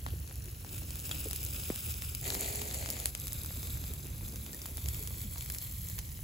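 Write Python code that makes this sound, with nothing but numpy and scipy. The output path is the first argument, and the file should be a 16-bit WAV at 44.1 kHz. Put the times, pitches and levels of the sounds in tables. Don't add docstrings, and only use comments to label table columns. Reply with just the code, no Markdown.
import sys
import numpy as np
from scipy import signal
from scipy.fft import rfft, irfft
from scipy.io import wavfile
from scipy.ndimage import uniform_filter1d

SR = 44100
rng = np.random.default_rng(int(sys.argv[2]) if len(sys.argv) > 2 else 0)


def persist_wave(psi):
    counts = np.round(np.clip(psi, -1, 1) * 32767).astype(np.int16)
    wavfile.write(sys.argv[1], SR, np.atleast_2d(counts).T)


N = 275000
TIME = np.arange(N) / SR
HZ = np.fft.rfftfreq(N, 1 / SR)
EDGE_HZ = 15820

# (time [s], level [dB])
RIBS_LEVEL = [(0.58, -57.5), (0.78, -46), (1.04, -45), (1.15, -40), (1.42, -40.5), (1.55, -38.5),
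              (1.85, -37), (2.05, -41.5), (2.2, -41.5)]
# (frequency [Hz], relative level per Hz [dB])
RIBS_TONE = [(500, -4.5), (900, -18), (1400, -5.5), (1850, -10.5), (2700, 0), (3300, -1.5), (4200, -8),
             (5000, -2.5), (6100, -6.5), (7800, -2.5), (11500, -3.5), (13500, 0.5), (15500, -1.5)]


def ribs():
    grains = bubbles(per_s=8000, spread_db=2.0, burst_s=0.0006, breadth=0.097, clump_db=2.0, hiss_db=-7)
    return sizzle(RIBS_LEVEL, RIBS_TONE, grains, fizz_db=-3.5, fry_db=-11.5, drying_db_per_s=0.54,
                  attack_s=0.015, release_s=0.045, low_hz=501, surge_db=1.5)


# (time [s], level [dB])
SKIN_LEVEL = [(3.2, -45), (3.45, -44.5), (3.62, -41.5), (3.77, -45), (4.12, -51), (4.33, -46.5),
              (4.77, -47), (4.92, -41.5), (5.22, -44), (5.5, -42), (5.85, -45), (6.24, -52)]
# (frequency [Hz], relative level per Hz [dB])
SKIN_TONE = [(500, 1), (900, -12), (1400, -6.5), (1900, -7), (2400, -5), (2850, -10.5), (3400, -2),
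             (4100, -1), (4900, -5.5), (6000, -6), (7700, 0), (9300, -9.5), (11700, 2.5), (14000, -2),
             (15500, -4)]


def skin():
    grains = bubbles(per_s=5000, spread_db=2.5, burst_s=0.0006, breadth=0.09, clump_db=1.65, hiss_db=-2.5)
    return sizzle(SKIN_LEVEL, SKIN_TONE, grains, fizz_db=-3.5, fry_db=-13.0, drying_db_per_s=0.9,
                  attack_s=0.11, release_s=.074, low_hz=568.0, surge_db=1.66)


# (frequency [Hz], relative level per Hz [dB])
DRIP_TONE = [(400, 1), (750, 2.5), (1000, -10), (1600, -8.5), (2000, -2.5), (2400, -2), (3100, -6.5),
             (4250, -1), (5700, -9), (6300, -2), (7500, 2.5), (8400, -3), (11500, -1.56), (13000, 0.4),
             (15500, -6)]


def drip():
    grains = bubbles(per_s=8000, spread_db=3.5, burst_s=0.00088, breadth=0.1, clump_db=1.23, hiss_db=-4.5)
    return sizzle(boiling(), DRIP_TONE, grains, fizz_db=-2, fry_db=-9.0, drying_db_per_s=0.5,
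                  attack_s=0.06, release_s=0.1, low_hz=298, surge_db=0.5)


DRIP_S, DRIP_LASTS_S = 2.27, .76
SIMMER_DB, SIMMER_SAG_DB_PER_S = -39.5, 3
SETTLE_S = .09
# (time after landing [s], level above the simmer [dB])
STEAM_FLASHES = [(0, 4.5), (0.12, 5), (0.27, 0.8)]


def boiling(count=84):
    s = DRIP_S + np.linspace(0, DRIP_LASTS_S, count)
    db = SIMMER_DB - SIMMER_SAG_DB_PER_S * (s - DRIP_S)
    for after_s, flash_db in STEAM_FLASHES:
        since_s = s - DRIP_S - after_s
        started = s >= DRIP_S + after_s
        db = db + flash_db * started * np.exp(-abs(since_s) / SETTLE_S)
    return np.transpose([s, db])


# (frequency [Hz], relative level per Hz [dB])
GRILL_TONE = [(500, -7.5), (900, -11.5), (1400, -5), (2100, -3.5), (2700, -3), (3500, -5), (5500, -3),
              (8000, -2), (11500, 3), (15500, 0)]


def grill():
    grains = bubbles(per_s=4500, spread_db=3.5, burst_s=0.0006, breadth=0.098, clump_db=0.5, hiss_db=-1.5)
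    gain = amp(read(GRILL_TONE, HZ)) * high_pass(HZ, 710)
    return amp(-50.0) * unit(irfft(rfft(grains) * gain, N))


def sizzle(rows, colour, grains, fizz_db, fry_db, drying_db_per_s, attack_s, release_s, low_hz, surge_db):
    s, db = np.transpose(rows)
    spectrum = rfft(grains) * amp(read(colour, HZ)) * high_pass(HZ, low_hz)
    small = high_pass(HZ, 6200) ** 4
    fizz = irfft(spectrum * small, N) / band_rms(spectrum, 6500, 16000)
    fry = irfft(spectrum * (1 - small), N) / band_rms(spectrum, 2000, 6000)
    surging_db = np.interp(TIME, s, db) + surge_db * drift(7.8)
    level = amp(surging_db) * presence(s[0], s[-1], attack_s, release_s)
    drying_db = fry_db - drying_db_per_s * (TIME - s[0])
    return level * (fizz * amp(fizz_db) + fry * amp(drying_db))


def bubbles(per_s, spread_db, burst_s, breadth, clump_db, hiss_db, count=64, size=256):
    t = np.arange(size) / SR
    height = np.sqrt(np.linspace(0, 1, size // 2 + 1))
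    out = np.zeros((2, N))
    for pitch in np.linspace(0, 1, count):
        ring = causal(np.exp(-((height - pitch) / breadth) ** 2) + 0.019)
        noise = unit(rng.standard_normal((2, size)) * np.exp(-t / burst_s))
        burst = irfft(rfft(noise) * ring)
        chance = rng.random(N) * SR * count / per_s
        at = np.flatnonzero(chance < 1)
        strength = amp(spread_db * np.minimum(-np.log(chance[at] + 1e-9), 5))
        place = (at[:, None] + np.arange(size)).ravel()
        for port in range(2):
            out[port] += np.bincount(place, np.outer(strength, burst[port]).ravel(), N)[:N]
    vapour = amp(hiss_db) * rng.standard_normal((2, N))
    return unit((unit(out) + vapour) * amp(clump_db * drift(61)))


SOUND_M_PER_S = 343
# (time [s], extra path [m])
REFLECTION_PATH = [(0, .226), (0.5, .253), (1.5, .265), (3.6, .272), (4.3, .275), (5.1, .305), (5.6, .317),
                   (6.24, .345)]


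def glance(pair, echo_db):
    delay_s = np.interp(TIME, *np.transpose(REFLECTION_PATH)) / SOUND_M_PER_S
    earlier = TIME - delay_s
    echo = np.array([np.interp(earlier, TIME, x) for x in pair])
    return pair + amp(echo_db) * echo


def meat():
    return glance(grill() + ribs() + skin(), echo_db=-11.0) + drip()


POP_RING_HZ, RING_OCTAVES_PER_TILT, TOP_RING_HZ = 4470, 0.45, 12500
# (time [s], level [dB], treble tilt [dB per octave], decay [s])
LOUD_SPITS = [(0.064, -27, -4.5, 0.0011), (0.086, -38, -2, 0.00063), (0.1659, -45, 13.5, .0005),
              (0.2762, -39, 1, .0008), (0.311, -42, -5.5, 0.0018), (0.3568, -35.5, 7, 0.00054),
              (0.457, -38.5, 1, 0.00076), (0.6475, -40, -3, 0.00073), (0.7806, -34, 3, 0.00059),
              (0.821, -56, 3, .0009), (0.9065, -32, 2.5, 0.00056), (0.9563, -33, 3, 0.00043),
              (0.9686, -39, 9, .0006), (0.9934, -34, 7, 0.00048), (1.0003, -33.5, 4, 0.00074),
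              (1.0931, -33, 1, 0.00076), (1.1127, -27, -1, 0.00047), (1.1143, -34, 9, 0.0017),
              (1.1205, -48, 1.5, 0.0017), (1.1599, -37, -1.5, 0.00069), (1.2606, -37, 6, 0.00043),
              (1.2854, -30, 15, .0004), (1.3001, -38, 1, .0005), (1.3111, -26, 2, 0.00054),
              (1.3318, -25, 4, .0005), (1.3504, -41, 4, 0.00089), (1.3608, -25, 8, 0.0011),
              (1.4303, -32, 3, .0005), (1.4388, -29, 11, .0005), (1.4499, -26, 10, .0005),
              (1.464, -31.5, 1.5, 0.00049), (1.5872, -39, 8, .0005), (1.6366, -37, 1, .0006),
              (1.7017, -30.5, -7, 0.0005), (1.7596, -28, 3, 0.00066), (1.9217, -32, 3, 0.00046),
              (1.9412, -32.5, 3, .0005), (1.9817, -39, 5, .0005), (2.0158, -37, 9, .0005),
              (2.0212, -29, 0.5, 0.00098), (2.039, -43.5, -4.5, .0006), (2.1442, -41, 0, 0.00055),
              (2.1493, -25, 4, 0.0015), (2.2128, -32, 9, .0008), (2.2427, -40, 13, .0007),
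              (2.2782, -29, 7, 0.00072), (2.3029, -23, 0, 0.0018), (2.3221, -37, -6.5, 0.00051),
              (2.3452, -25, 11, .0006), (2.3508, -26, -0.5, 0.00055), (2.4095, -25, 7, 0.00072),
              (2.5566, -26, 11, 0.00054), (2.5955, -37, 5, .0005), (2.6174, -27, 0, 0.00049),
              (2.6865, -32, 7, .00076), (2.7117, -32, 0, .0006), (2.7407, -29, 5, .0006),
              (2.7445, -28, 0.5, 0.00081), (2.8262, -36, -3, 0.0011), (2.8601, -29, 0, .0007),
              (2.8892, -30, -1, 0.00066), (2.9024, -23, 6, .001), (2.9095, -28, 10, .0005),
              (2.9267, -37, 0, .0006), (2.9672, -33.5, -1, .0009), (3.0004, -29, 3, .0006),
              (3.0575, -16, 5, 0.00044), (3.1001, -40, 3, 0.00068), (3.1507, -25, 0, 0.00059),
              (3.1993, -29, 13, 0.00074), (3.2165, -34, 13, 0.00052), (3.2579, -35, 10, .0005),
              (3.2702, -28.5, 4, 0.00073), (3.281, -30, 3, 0.0005), (3.323, -31.5, 1, 0.00063),
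              (3.3309, -26, 10, 0.00079), (3.4347, -31, 10, .0005), (3.4473, -35, -1, 0.00048),
              (3.4607, -30.5, 6, 0.00082), (3.5724, -35.5, 4, .0005), (3.5076, -41, -6, .0007),
              (3.6305, -34, 0.5, .0007), (3.6718, -33, 3, .0006), (3.7556, -44, -3, .0008),
              (3.7715, -41, -2, .0008), (3.8399, -36, 1, 0.00055), (3.8558, -42, 2, .0006),
              (3.937, -31, 5, .00053), (4.0693, -37, 3, .0005), (4.2098, -43, -5, .0006),
              (4.2815, -37, 1, .0005), (4.2874, -35, 9, 0.00046), (4.3228, -41, 0.5, 0.00069),
              (4.3589, -32.5, 1, 0.00049), (4.464, -36, -1.5, 0.00037), (4.5316, -35, 1, .0005),
              (4.5466, -33, 9, .0006), (4.5687, -38, 13, 0.00046), (4.6177, -33.5, 1, .0006),
              (4.6575, -32, -1, 0.00043), (4.6616, -30, 8, 0.00076), (4.6871, -40, 7, .0005),
              (4.7712, -28, 4.5, 0.00035), (4.7802, -37, -3, 0.00085), (4.8448, -49, 5, .0006),
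              (4.859, -32, 0, 0.0013), (4.8864, -25.5, 2, 0.00085), (4.9461, -35, -1, 0.0006),
              (4.9796, -39, 4, 0.00045), (5.0263, -31, 21, .0004), (5.036, -32, 12, .0004),
              (5.074, -29, 2.5, 0.002), (5.0978, -36, 8, .0005), (5.1075, -42, -9, 0.00073),
              (5.1544, -46, 2, .0006), (5.3594, -39, -8, 0.00055), (5.3815, -31, 6, 0.0007),
              (5.409, -31.5, 0, 0.00066), (5.4269, -44, 6, .0005), (5.4609, -34, 2, .0006),
              (5.5003, -26.5, 0.5, 0.0015), (5.5218, -28, 17, .0004), (5.548, -29, 4, 0.00058),
              (5.553, -38, 4, 0.00066), (5.585, -28.5, 5, 0.00066), (5.6159, -33, 6, .0005),
              (5.6695, -42, -0.5, 0.00072), (5.7124, -34, 8, .0005), (5.7239, -35, 8, .0005),
              (5.8412, -38, 17, .0005), (5.8865, -31, 7, .0005), (5.8988, -34, 1, 0.00088),
              (5.9825, -37, -3, .0008), (5.9882, -27, 1.5, 0.0038), (6.0913, -43, -1, .0006),
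              (6.1182, -41, 2, .0006), (6.1915, -46, -8, .0005)]


def spits(frying):
    lesser = small_spits(frying, above_db=-7.0, spread_db=0, tilt_db=0.5, tilt_spread_db=4.5,
                         decay_s=0.00027)
    return pops([*LOUD_SPITS, *lesser], level_db=-1.0, ring_db=1.5, ring_width=0.29,
                spray_db=-26, spray_s=0.043, low_hz=313)


def pops(rows, level_db, ring_db, ring_width, spray_db, spray_s, low_hz, size=2048):
    out, t, hz = np.zeros((2, N)), np.arange(size) / SR, np.fft.rfftfreq(size, 1 / SR)
    for s, db, tilt_db, decay_s in rows:
        ring_hz = min(POP_RING_HZ * 2 ** (RING_OCTAVES_PER_TILT * tilt_db), TOP_RING_HZ)
        envelope = np.exp(-t / decay_s) + amp(spray_db) * np.exp(-t / spray_s)
        slope_db = tilt_db * np.log2(np.clip(hz, 900, 11000) / 4000)
        ring = np.exp(-(np.log((hz + 1) / ring_hz) / ring_width) ** 2)
        gain = amp(slope_db + ring_db * ring) * high_pass(hz, low_hz) / (1 + (hz / EDGE_HZ) ** 20)
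        snap = irfft(rfft(rng.standard_normal((2, size)) * envelope) * causal(gain))
        snap /= np.sqrt(np.sum(snap ** 2, 1, keepdims=True) / (SR * .001))
        add(out, s, amp(db + level_db) * snap)
    return out


def small_spits(frying, above_db, spread_db, tilt_db, tilt_spread_db, decay_s, count=150):
    power = uniform_filter1d(np.mean(frying ** 2, 0), SR // 5) + 1e-12
    due = np.cumsum(power ** (1 / 4))
    when, strength, bright = rng.random((count, 3)).T
    s = np.interp(when, due / due[-1], TIME)
    frying_db = 10 * np.log10(np.interp(s, TIME, power))
    db = frying_db + above_db + spread_db * (2 * strength - 1)
    tilt = tilt_db + tilt_spread_db * (2 * bright - 1)
    return np.transpose([s, db, tilt, np.full(count, decay_s)])


# (time [s], level [dB], first pitch [Hz], last pitch [Hz], length of the slide [s])
SHORT_TONES = [(0.061, -40, 397, 200, 0.02), (0.135, -35.5, 564, 264, 0.0075),
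               (0.473, -43.5, 430, 324, 0.018), (0.645, -44, 900, 746, 0.0057),
               (0.818, -43, 950, 600, 0.0044), (1.11, -35.5, 475, 300, 0.0074),
               (1.258, -28.5, 605, 280, 0.0057), (1.265, -33, 504, 400, 0.012),
               (1.7, -19.5, 750, 149, 0.0086), (2.816, -41, 640, 556, 0.017),
               (3.366, -26.5, 67.4, 72.6, 0.044), (3.573, -35.5, 340, 190, 0.015),
               (4.534, -47, 1760, 1910, .018), (4.999, -43.5, 444, 423, .026),
               (5.237, -36, 263, 174, 0.038)]


def short_tones(level_db):
    out = np.zeros((2, N))
    for s, db, first_hz, last_hz, length_s in SHORT_TONES:
        u = np.arange(int(2 * length_s * SR)) / (length_s * SR)
        hz = first_hz * (last_hz / first_hz) ** np.minimum(u, 1)
        swell = (u / 0.52) ** 2 * np.exp(2 * (1 - u / 0.46))
        tone = np.sin(2 * np.pi * np.cumsum(hz) / SR)
        add(out, s, amp(db + level_db) * swell * tone)
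    return out


# (time [s], level [dB])
LUMP_SNAPS = [(1.1124, -39), (1.1141, -29), (1.1208, -38)]
# (frequency [Hz], level [dB], time to fade by 60 dB [s])
LUMP_RINGS = [(1360, -5, .015), (2650, -6, 0.027), (3320, -2.5, 0.029), (3650, -2, .012),
              (4760, -12, 0.032), (7220, -3, .025)]


def charcoal(level_db):
    out, t = np.zeros((2, N)), np.arange(SR // 10) / SR
    for s, db in LUMP_SNAPS:
        clink = np.zeros((2, len(t)))
        for hz, mode_db, t60 in LUMP_RINGS:
            tone = np.sin(2 * np.pi * (hz * t + rng.random((2, 1))))
            clink += amp(mode_db - 60 * t / t60) * tone
        add(out, s, amp(db + level_db) * clink)
    return out


# (start [s], length [s], pitch [Hz], glide [Hz per s], level [dB])
STEAM_MOAN = (2.3, 0.36, 388, 100, -49.5)


def moan():
    return note(STEAM_MOAN, left_db=-24.5, right_db=1.0, waver=0.0052, fade_s=0.073)


FLARE_DB, FLARE_DECAY_S = 10.5, 0.65
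# (time [s], level [dB])
BURBLE_LEVEL = [(0.4, -58), (1.2, -53.5), (2.05, -56.5), (3.3, -59), (3.75, -54), (4.4, -55), (5.1, -55),
                (5.9, -62)]
# (frequency [Hz], relative level per Hz [dB])
BURBLE_TONE = [(100, -11), (200, 4.5), (290, 0.5), (380, -2), (550, -7), (750, -12.5), (1100, -14.5),
               (2500, -24.5)]


def burble(flutter_db):
    flare = (TIME > DRIP_S) * np.exp(-abs(TIME - DRIP_S) / FLARE_DECAY_S)
    db = np.interp(TIME, *np.transpose(BURBLE_LEVEL)) + FLARE_DB * flare
    gas = rng.standard_normal((2, N)) * amp(flutter_db * drift(26))
    return unit(irfft(rfft(gas) * amp(read(BURBLE_TONE, HZ)), N)) * amp(db)


# (time [s], level [dB])
RUMBLE_LEVEL = [(0, -43.5), (0.17, -37.5), (0.3, -46), (0.4, -41), (0.66, -45.5), (0.78, -42),
                (2.02, -42.5), (2.18, -41.5), (2.31, -44.5), (2.68, -43), (2.82, -39.5), (2.92, -43.5),
                (3.85, -40), (4.45, -43), (4.6, -48), (4.9, -38), (5.5, -42.5), (6.24, -40.5)]
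# (frequency [Hz], relative level per Hz [dB])
RUMBLE_TONE = [(20, -40), (31, -25), (41, -2.5), (55, -4.5), (68, 3.5), (78, -1), (90, -1), (110, -3.5),
               (150, -8.5), (220, -26.5), (400, -38.5), (1400, -73)]


def rumble(lump_db, lump_hz):
    s, db = np.transpose(RUMBLE_LEVEL)
    noise = rng.standard_normal((2, N))
    air = unit(irfft(rfft(noise) * amp(read(RUMBLE_TONE, HZ)), N))
    return air * amp(np.interp(TIME, s, db) + lump_db * drift(lump_hz))


# (start [s], length [s], pitch [Hz], glide [Hz per s], level [dB])
LOW_HUMS = [(0.692, 0.46, 311.7, -30.5, -63), (4.196, 0.3, 219.4, -12.5, -57),
            (5.698, 0.33, 181.5, -14.5, -57)]


def hums():
    return sum(note(row, left_db=-3.0, right_db=3.0, waver=0.018, fade_s=0.061) for row in LOW_HUMS)


def note(row, left_db, right_db, waver, fade_s):
    start_s, length_s, hz, glide_hz_per_s, db = row
    pitch = (hz + glide_hz_per_s * (TIME - start_s)) * (1 + waver * drift(30.7))
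    level = amp(db + drift(30)) * presence(start_s, start_s + length_s, fade_s, fade_s)
    tone = np.sqrt(2) * np.sin(2 * np.pi * np.cumsum(pitch) / SR)
    return amp([[left_db], [right_db]]) * level * tone


PORT_LAG_S, IN_STEP_HZ, LAG_FROM_HZ = .000239, 6950, 6400
# (frequency [Hz], likeness [-1 opposite to 1 same])
PORT_LIKENESS = [(110, .99), (200, .93), (330, .82), (600, .6), (950, .1), (1500, -.42), (2000, .2),
                 (2400, .5), (2900, .3), (4200, .7), (5700, .35), (6500, .97), (16000, .97)]
# (frequency [Hz], left minus right [dB])
PORT_BALANCE = [(100, -1.5), (350, -3), (600, 1), (1000, 0.5), (2000, 3), (4200, 4.5), (5700, 6.5),
                (6500, 0), (16000, 0)]


def ports(pair):
    a, b = rfft(pair)
    same = np.clip(read(PORT_LIKENESS, HZ), -1, 1)
    lean = amp(read(PORT_BALANCE, HZ))
    lag = np.exp(-2j * np.pi * PORT_LAG_S * (HZ - IN_STEP_HZ) * (HZ > LAG_FROM_HZ))
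    left = a * lean * lag
    right = same * a + np.sqrt(1 - same ** 2) * b
    keep_power = np.sqrt(2 / (1 + lean ** 2))
    return irfft(np.array([left, right]) * keep_power, N)


def amp(db):
    return 10 ** (np.asarray(db) / 20)


def unit(x):
    return x / np.sqrt(np.mean(x ** 2) + 1e-20)


def read(points, hz):
    f, value = np.transpose(points)
    return np.interp(np.log(hz + 1), np.log(f + 1), value)


def add(mix, s, sound):
    part = mix[:, max(round(s * SR), 0):][:, :sound.shape[-1]]
    part += sound[..., :part.shape[1]]


def drift(rate_hz):
    smooth = 1 / (1 + (HZ / rate_hz) ** 2)
    return unit(irfft(rfft(rng.standard_normal(N)) * smooth, N))


def high_pass(hz, edge_hz):
    return 1 / np.sqrt(1 + (edge_hz / (hz + 1)) ** 6)


def band_rms(spectrum, lo, hi):
    band = spectrum[:, (HZ > lo) & (HZ < hi)]
    return np.sqrt(2 * np.mean(np.sum(abs(band) ** 2, 1))) / N


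def causal(gain):
    log_gain = np.log(np.r_[gain, gain[-2:0:-1]] + 1e-4)
    return np.exp(np.conj(signal.hilbert(log_gain)))[:len(gain)]


def presence(start_s, end_s, attack_s, release_s):
    return np.interp(TIME, [start_s - attack_s, start_s, end_s, end_s + release_s], [0, 1, 1, 0])


def scene():
    frying = meat()
    snaps = spits(frying) + charcoal(level_db=-1)
    fire = burble(flutter_db=2.5) + rumble(lump_db=0.43, lump_hz=6.4)
    tones = short_tones(level_db=-3.5) + moan() + hums()
    return ports(frying + snaps + fire) + tones


def record(dry):
    low_pass = signal.firwin(511, EDGE_HZ, window=("kaiser", 9), fs=SR)
    return signal.oaconvolve(dry, low_pass[None], "same")


dry = scene()
out = record(dry)
persist_wave(out)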